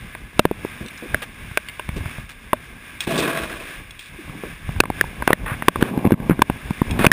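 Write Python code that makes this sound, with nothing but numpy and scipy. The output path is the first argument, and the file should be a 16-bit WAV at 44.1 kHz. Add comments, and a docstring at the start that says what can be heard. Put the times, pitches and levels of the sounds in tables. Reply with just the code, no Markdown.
"""Inside a burned building, heard from a helmet camera. Over a faint hiss and the rub of shifting gear,
fittings clink, soft bumps thump the camera, a hose judders across it and hard gear clacks on its housing.
Midway, a tilted metal sheet knocks, and grit slides off it in a brief rush that sets it ringing.
The recorder overloads on the knocks, ducks after them, and holds each sample,
which mirrors the sound into the treble."""
import sys
import numpy as np
from scipy import signal
from scipy.fft import rfft, irfft, next_fast_len
from scipy.io import wavfile
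from scipy.ndimage import map_coordinates

SR = 44100
rng = np.random.default_rng(int(sys.argv[2]) if len(sys.argv) > 2 else 0)


def store_wav(level_fs):
    """Save 16-bit WAV to argv[1]."""
    pcm = np.round(np.clip(np.atleast_2d(level_fs), -1, 1) * 32767)
    wavfile.write(sys.argv[1], SR, pcm.T.astype(np.int16))


N = 313992


def amp(db):
    """Decibels to gain."""
    return 10 ** (np.asarray(db) / 20)


def unit(x):
    """Scale to rms 1."""
    return x / np.sqrt(np.mean(x ** 2) + 1e-20)


def colour(points, hz):
    """An EQ curve: the gain of (Hz, dB) points joined on a log axis."""
    freqs, db = np.transpose(points)
    return amp(np.interp(np.log(hz + 1), np.log(freqs + 1), db))


def curves(rows):
    """Fader moves: one value per sample for each column after the time."""
    times, *columns = np.transpose(rows)
    return [np.interp(np.arange(N) / SR, times, column) for column in columns]


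def wobble(rate):
    """A smooth random curve, rate knots a second."""
    knots = rng.standard_normal(int(N * rate / SR) + 4)
    return map_coordinates(knots, [np.arange(N) * rate / SR])


def filtered(x, response):
    """Shape x by a gain that depends on frequency."""
    size = next_fast_len(len(x) + 8192)
    return irfft(rfft(x, size) * response(np.fft.rfftfreq(size, 1 / SR)), size)[:len(x)]


def add(track, start, sound):
    """Mix a sound into the track, start seconds in."""
    part = track[max(round(start * SR), 0):][:len(sound)]
    part += sound[:len(part)]


def grains(size, rate, spread_db):
    """Tiny random contacts of uneven strength, rate a second, rms 1."""
    hit = rng.random(size) < rate / SR
    return unit(hit * rng.standard_normal(size) * amp(spread_db * rng.standard_normal(size)))


def ring(t, hz, t60, attack):
    """One damped mode; t60 and attack in seconds."""
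    return np.sin(2 * np.pi * hz * t) * amp(-60 * t / t60) * (1 - np.exp(-t / attack))


# tone of the hiss (frequency [Hz], gain [dB])
HISS_EQ = [(300, -1), (900, -6.5), (1100, 4.5), (1400, 0), (1640, 11), (1880, 2), (2100, 8), (2400, 8),
           (2700, 4.5), (3100, -2.5), (3550, 1), (4200, -13.5), (5300, -8), (6000, -15.5)]

def hiss(level_db=-39.5, waver_db=1.62):
    """A thin, restless bed, coloured by the cavity at the microphone; it sinks when the gear is still."""
    _, rub_db = curves(np.vstack(GEAR_MOVES))
    lull_db = 0.85 * np.minimum(rub_db + 45.5, 0)
    air = unit(filtered(rng.standard_normal(N), lambda hz: colour(HISS_EQ, hz)))
    return air * amp(level_db + lull_db + waver_db * wobble(rate=9.4))


# tone of the mount's rumble and of the cloth on it (frequency [Hz], gain [dB])
SWAY_EQ = [(12, -64), (30, -2), (60, -6), (110, -11), (180, -18), (400, -40.5), (800, -68)]
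RUB_EQ = [(60, -35), (120, 8), (165, 8.5), (230, 11), (320, 3), (500, -3), (750, -4.5), (1100, -5.5),
          (1500, -37.5), (4000, -35.5), (6000, -66)]
# gear shifting, one list before the grit slide and one after (time [s], sway fader [dB], rub fader [dB])
GEAR_MOVES = [
    [(0.0, -41.5, -47.5), (0.24, -46, -50), (0.66, -38.5, -39), (0.84, -54, -46), (1.02, -46.5, -44.5),
     (1.43, -44, -46), (1.6, -44, -49), (1.94, -35.5, -45), (2.07, -39.5, -36), (2.26, -39, -50.5),
     (2.52, -55, -50.5), (2.83, -51, -48.5), (3.0, -44, -47)],
    [(3.75, -46.5, -47.5), (4.02, -47.5, -54.5), (4.19, -47.5, -46), (4.36, -49, -42), (4.65, -37.5, -48.5),
     (4.84, -33.5, -37), (5.18, -41, -38), (5.75, -39, -38), (5.97, -60, -27.5), (6.24, -37, -27.5),
     (6.52, -36.5, -37.5), (6.72, -43, -44), (7.12, -34, -23)],
]

def handling(sway_trim_db=2.5, rub_trim_db=-0.5):
    """The mount sways in lumps, and cloth rubs on it in the same uneven pushes."""
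    sway_db, rub_db = curves(np.vstack(GEAR_MOVES))
    push = wobble(rate=19)
    sway = unit(filtered(rng.standard_normal(N), lambda hz: colour(SWAY_EQ, hz)))
    rub = unit(filtered(grains(N, rate=1100, spread_db=1), lambda hz: colour(RUB_EQ, hz)))
    sway *= amp(sway_db + sway_trim_db + 5.5 * push)
    rub *= amp(rub_db + rub_trim_db + 2.8 * push)
    return sway + rub


# modes of a metal fitting (frequency [Hz], level [dB], t60 [s])
FITTING_MODES = [(2700, 5, 0.11), (2930, 15, 0.018), (3614, 16.5, 0.028), (4030, 9, 0.036),
                 (4230, 4, 0.017), (5710, 8.5, 0.025)]
# fittings touching (time [s], gain [dB], pitch [ratio])
CLINK_CUES = [(.862, -47, 1), (0.884, -47, 1), (0.976, -52, 1.44), (1.6865, -38.5, 0.78),
              (1.697, -45, 0.63), (3.0057, -31.5, 0.93), (3.9083, -46.5, 0.94), (3.9935, -48, 0.9),
              (6.91, -37, 0.92)]

def clinks():
    """A small metal fitting rings briefly, with a new balance of modes at every touch."""
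    out, t = np.zeros(N), np.arange(SR // 8) / SR
    for start, gain_db, pitch in CLINK_CUES:
        scatter_db = 2 * rng.standard_normal(len(FITTING_MODES))
        tones = [amp(db + offset_db) * ring(t, hz * pitch, t60, attack=0.000074)
                 for (hz, db, t60), offset_db in zip(FITTING_MODES, scatter_db)]
        add(out, start, amp(gain_db - 0.5) * sum(tones))
    return out


# tone of contact noise heard through the housing (frequency [Hz], gain [dB])
CONTACT_EQ = [(60, 15.5), (200, 12), (500, 4), (800, -8.5), (1100, -5.5), (1350, -8.5), (1650, -3.5),
              (2000, -8.5), (2600, -4), (3100, -12.5), (3500, -7), (4300, -15.5), (6000, -15.5)]
# short noisy sounds: scrapes, jingling fittings, a crack of grit, a thud's low ring
# (time [s], length [s], opening level [dB], centre [Hz], width [octaves])
BURST_CUES = [(0.806, 0.064, -30.5, 248, 2.7), (1.024, 0.039, -31.5, 410, 0.72),
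              (1.22, 0.018, -24.5, 1820, 1.17), (1.961, 0.027, -25.5, 600, 7.5),
              (2.292, 0.033, -37, 2600, 1.2), (3.004, 0.045, -29, 3400, 1.34),
              (3.178, 0.032, -21, 4630, 0.83), (3.989, 0.098, -42, 3430, 0.65),
              (4.186, 0.028, -33.5, 335, 0.19), (4.345, 0.062, -34.5, 217, 0.46),
              (4.436, 0.039, -30, 450, 1.1), (5.28, 0.055, -23, 1140, 1.05),
              (5.46, 0.088, -25.5, 1390, 0.75), (5.809, 0.09, -22.5, 950, 1.36),
              (5.83, 0.1, -28.5, 230, 0.88), (6.044, 0.027, -22, 770, 0.35),
              (6.296, 0.034, -21.5, 1240, 0.78), (6.312, 0.025, -11, 159, 0.18),
              (6.99, 0.096, -19.5, 1400, 1.1)]

def noisy_bursts(fade_db=5.5):
    """Each short noisy sound is a fading run of tiny contacts, filtered to its own band."""
    out, t = np.zeros(N), np.arange(SR // 4) / SR
    for start, length, db, centre_hz, octaves in BURST_CUES:
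        band = lambda hz: np.exp(-0.5 * (np.log2((hz + 1) / centre_hz) / octaves) ** 2)
        contacts = grains(len(t), rate=3600, spread_db=1)
        burst = unit(filtered(contacts, lambda hz: band(hz) * colour(CONTACT_EQ, hz)))
        envelope = (1 - np.exp(-t / 0.00033)) * np.exp(-np.maximum(t - length, 0) / 0.0078)
        add(out, start, burst * envelope * amp(db - fade_db * np.minimum(t / length, 1)))
    return out


def patter(rate, decay_s, spots):
    """Grains land on a few spots of the metal; each spot has its own brief, dense ring."""
    age = np.arange(SR // 20) / SR
    rings = rng.standard_normal((spots, len(age))) * np.exp(-age / decay_s)
    return sum(signal.oaconvolve(grains(N, rate, spread_db=2), spot)[:N] for spot in rings)


# resonances of the metal sheet (frequency [Hz], width [Hz], level [dB])
SHEET_MODES = [(342, 28, -10.5), (671, 34, 4.5), (1130, 27, 0), (1693, 130, -2), (2480, 380, -5),
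               (3460, 210, -16)]
# tone of the grit (frequency [Hz], gain [dB])
GRIT_EQ = [(60, -15), (150, 7), (300, 4), (450, 0.5), (650, -4), (870, -6), (1100, -2), (1400, -2.5),
           (1700, -6.5), (2600, -12), (3600, -16), (4500, -22.5), (6000, -21)]
# swell of each grain size, coarse to fine (peak delay [s], peak level [dB], rise [dB/s], fall [dB/s])
GRIT_SWELLS = [(0.12, -20.5, 53, 52.5), (0.22, -28.5, 54, 49), (0.16, -29, 20, 37)]

def grit_slide(start_s=3.068, end_s=3.85, attack_s=0.0047, release_s=0.068):
    """Grit pours off the tilted sheet and rings it: each grain size swells to its own peak, then thins."""
    def sheet(hz):
        modes = sum(amp(db / 2) / (1 + 2j * (hz - centre) / width) for centre, width, db in SHEET_MODES)
        return 0.47 + np.abs(modes) ** 2

    out, age = np.zeros(N), np.arange(N) / SR - start_s
    pouring = np.clip(np.minimum(age / attack_s, (end_s - start_s - age) / release_s), 0, 1)
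    contacts = patter(rate=220, decay_s=0.0067, spots=8)
    edges_hz = [125, 800, 2500, 6000]  # one band per grain size
    for (delay, peak_db, rise, fall), low, high in zip(GRIT_SWELLS, edges_hz, edges_hz[1:]):
        level_db = peak_db - np.maximum(rise * (delay - age), fall * (age - delay))
        band = lambda hz: 1 / np.sqrt((1 + (low / (hz + 1)) ** 8) * (1 + (hz / high) ** 8))
        rush = unit(filtered(contacts, lambda hz: colour(GRIT_EQ, hz) * sheet(hz) * band(hz)))
        out += amp(level_db) * rush
    return out * pouring


# modes of the camera's plastic shell (frequency [Hz], level [dB], t60 [s])
SHELL_MODES = [(607, -6.5, 0.034), (993, 3, 0.009), (1554, -2.5, 0.019), (2177, -2, 0.0092),
               (2702, -10, 0.017), (3500, -16.5, 0.02), (4530, -13.5, 0.0019)]

def blow(thud_hz, thud_db, panel_hz, panel_db, shell_db, thud_cycles):
    """A blow rocks the camera on its mount, rings the struck panel and rattles the whole shell."""
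    t = np.arange(SR // 10) / SR
    scatter = rng.standard_normal(len(SHELL_MODES))
    thud = amp(thud_db) * ring(t, thud_hz, t60=thud_cycles / thud_hz, attack=0.43 / thud_hz)
    # higher panel modes die sooner
    panel = amp(panel_db) * ring(t, panel_hz, t60=0.011 * (1200 / panel_hz) ** 0.29, attack=0.00044)
    shell = sum((-1) ** k * amp(db + 3.85 * scatter[k]) * ring(t, hz, t60, attack=0.00003)
                for k, (hz, db, t60) in enumerate(SHELL_MODES))
    # the surfaces chatter for a few milliseconds, too soft to give much top end
    chatter_eq = lambda hz: colour(CONTACT_EQ, hz) / np.hypot(1, (hz / 3500) ** 4)
    chatter = unit(filtered(rng.standard_normal(len(t)), chatter_eq))
    chatter *= (amp(panel_db - 17.5) + amp(shell_db - 4.5)) * np.exp(-t / 0.0033)
    # the helmet under the mount adds a soft, low tail
    helmet = amp(thud_db - 27) * ring(t, hz=158 * np.exp(0.204 * scatter[0]), t60=0.063, attack=0.0073)
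    # the small housing gives off little bass
    low_cut = signal.butter(2, 464, "high", fs=SR, output="sos")
    housing = signal.sosfilt(low_cut, panel + amp(shell_db) * shell + chatter)
    return -(thud + housing + helmet)


def soft_blow(thud_hz, thud_db):
    """A dull blow is mostly thud; panel and shell answer faintly."""
    answer_db = 0.7 * thud_db
    panel_hz = 1102 * np.exp(0.36 * rng.standard_normal())
    return blow(thud_hz, thud_db, panel_hz, answer_db - 18, answer_db - 29, thud_cycles=3.14)


def cord_taps(per_second=4.2, thud_hz=216, over_rub_db=21, spread_db=2):
    """The dangling cord taps at random, harder when the gear shifts more."""
    out = np.zeros(N)
    _, rub_db = curves(np.vstack(GEAR_MOVES))
    count = round(per_second * N / SR)
    for at, (pitch, strength) in zip(rng.integers(N, size=count), rng.standard_normal((count, 2))):
        thud_db = rub_db[at] + over_rub_db + spread_db * strength
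        add(out, at / SR, soft_blow(thud_hz * np.exp(0.35 * pitch), thud_db))
    return out


# dull thumps (time [s], thud pitch [Hz], thud level [dB])
THUMP_CUES = [(0.5125, 387, 8.5), (0.6493, 360, 1.5), (1.1381, 78, -5.5), (1.5125, 99, -12.5),
              (2.006, 81.5, -4), (2.0576, 102, -3.5), (2.183, 124, -10.5), (3.075, 226, 0),
              (4.296, 141, -10.5), (4.4361, 397, -5), (4.691, 135, -2), (4.762, 72, -3), (5.517, 120, -2.5),
              (5.9756, 245, 6.5), (6.1075, 500, 5.5), (6.201, 174, -1), (6.3925, 272, 4.5),
              (6.7074, 186, 4)]

def dull_thumps():
    """Soft bumps on the camera, and the sheet's knock as the grit starts sliding."""
    out = np.zeros(N)
    for start, hz, db in THUMP_CUES:
        add(out, start, soft_blow(hz, db))
    return out


# the hose catching on the housing (time [s], first thud pitch [Hz], first thud level [dB])
JUDDER_CUES = [(6.0519, 268, 11), (6.1205, 273, 16), (6.2964, 276, 13.5), (6.9929, 323, 5)]

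def hose_judders(slips=3, gap_s=0.0096, jitter_s=0.00103, pitch_ratio=0.79, loss_db=1.5):
    """The hose sticks and slips as its tension lets go, each slip lower and weaker than the last."""
    out = np.zeros(N)
    for start, hz, db in JUDDER_CUES:
        for k in range(slips):
            slip_time = start + k * gap_s + min(k, 1) * jitter_s * rng.standard_normal()
            add(out, slip_time, soft_blow(hz * pitch_ratio ** k, db - k * loss_db))
    return out


# hard hits on the housing
# (time [s], thud pitch [Hz], thud level [dB], panel pitch [Hz], panel level [dB], shell gain [dB])
KNOCK_CUES = [(0.1503, 300, -20, 1060, -15, -23), (0.3933, 300, 20, 1330, 11, 3),
              (0.4532, 380, 19.5, 1460, -5, -5.5), (1.145, 171, -15, 1625, 2, -15),
              (1.5736, 750, -15, 2510, -0.5, -5.5), (1.7958, 428, -37, 1000, -8.5, -19),
              (1.8903, 140, -1, 2240, -10, -24), (2.5313, 406, 10, 1020, 7, -7),
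              (4.803, 303, 20, 2554, 18, 0.5), (4.837, 603, 10, 1080, 1.5, -28),
              (4.8553, 210, -4, 1040, -5.5, -15.5), (4.901, 255, 5.5, 782, -2.5, -19.5),
              (5.0112, 350, 4, 1704, 8.5, -14.5), (5.0404, 167, -6.5, 940, -10, -33),
              (5.223, 231, -4, 980, -5.5, -21.5), (5.2763, 282, 6.5, 704, 2.5, -4.5),
              (5.3051, 470, 16, 1110, 3.5, -10), (5.3306, 241, 12.5, 1860, 12, -7),
              (5.623, 251, -4, 1860, -8.5, -20), (5.683, 347, 22, 1063, 16.5, -0.5),
              (5.758, 403, 3.5, 1130, 0, -13), (5.8253, 275, 17.5, 1600, 2.5, -8.5),
              (6.4195, 263, 13.5, 1002, 16.5, 1), (6.4984, 222, 10, 750, -4.5, -12),
              (6.817, 216, 13, 1016, -2.5, -47), (7.0447, 423, 14.5, 1240, 0, -12),
              (7.0507, 447, 7, 1050, 4.5, 2.5), (7.0655, 148, 21, 2530, 19.5, 5),
              (7.1165, 300, 24, 1746, 25.5, -11)]

def gear_knocks():
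    """Hard gear clacks on the housing, each time on a different spot with its own pitch."""
    out = np.zeros(N)
    for start, thud_hz, thud_db, panel_hz, panel_db, shell_db in KNOCK_CUES:
        add(out, start, blow(thud_hz, thud_db, panel_hz, panel_db, shell_db, thud_cycles=2.37))
    return out


def scene():
    """Hits and textures meet at one microphone, which feeds both channels."""
    hits = gear_knocks() + dull_thumps() + hose_judders() + clinks()
    mono = hits + noisy_bursts() + handling() + hiss() + grit_slide() + cord_taps()
    return np.array([mono, mono])


def duck(x, threshold, depth, release_s, lag_s):
    """Gain control: a moment after an overload the gain drops, then creeps back."""
    overshoot = np.clip(np.abs(x) - threshold, 0, 1)
    pole = np.exp(-1 / (release_s * SR))
    envelope = signal.lfilter([1 - pole], [1, -pole], overshoot)
    t = np.arange(N) / SR
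    return x / (1 + depth * np.interp(t - lag_s, t, envelope))


def sample_and_hold(x, rate_hz):
    """Holding each sample mirrors the sound into the treble, on both sides of the hold rate."""
    band_limited = filtered(x, lambda hz: 1 / np.sqrt(1 + (2 * hz / rate_hz) ** 20))
    images = 1 + 2 * np.cos(2 * np.pi * rate_hz * np.arange(N) / SR)
    return filtered(band_limited * images, lambda hz: np.sinc(hz / rate_hz))


def record(dry):
    """The camera's chain: bass roll-off, ducking, overload, sample-and-hold and a steep high cut."""
    x = filtered(dry[0], lambda hz: 1j * hz / (1j * hz + 24))
    x = duck(x, threshold=0.67, depth=57, release_s=0.036, lag_s=0.00378)
    x = x / (1 + np.abs(x) ** 8) ** (1 / 8)  # soft clip
    x = np.clip(sample_and_hold(x, rate_hz=12000), -1, 1)
    high_cut = signal.ellip(10, 0.3, 95, 15300, fs=SR, output="sos")
    x = signal.sosfilt(high_cut, x)
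    return np.array([x, x])


dry = scene()
out = record(dry)
store_wav(out)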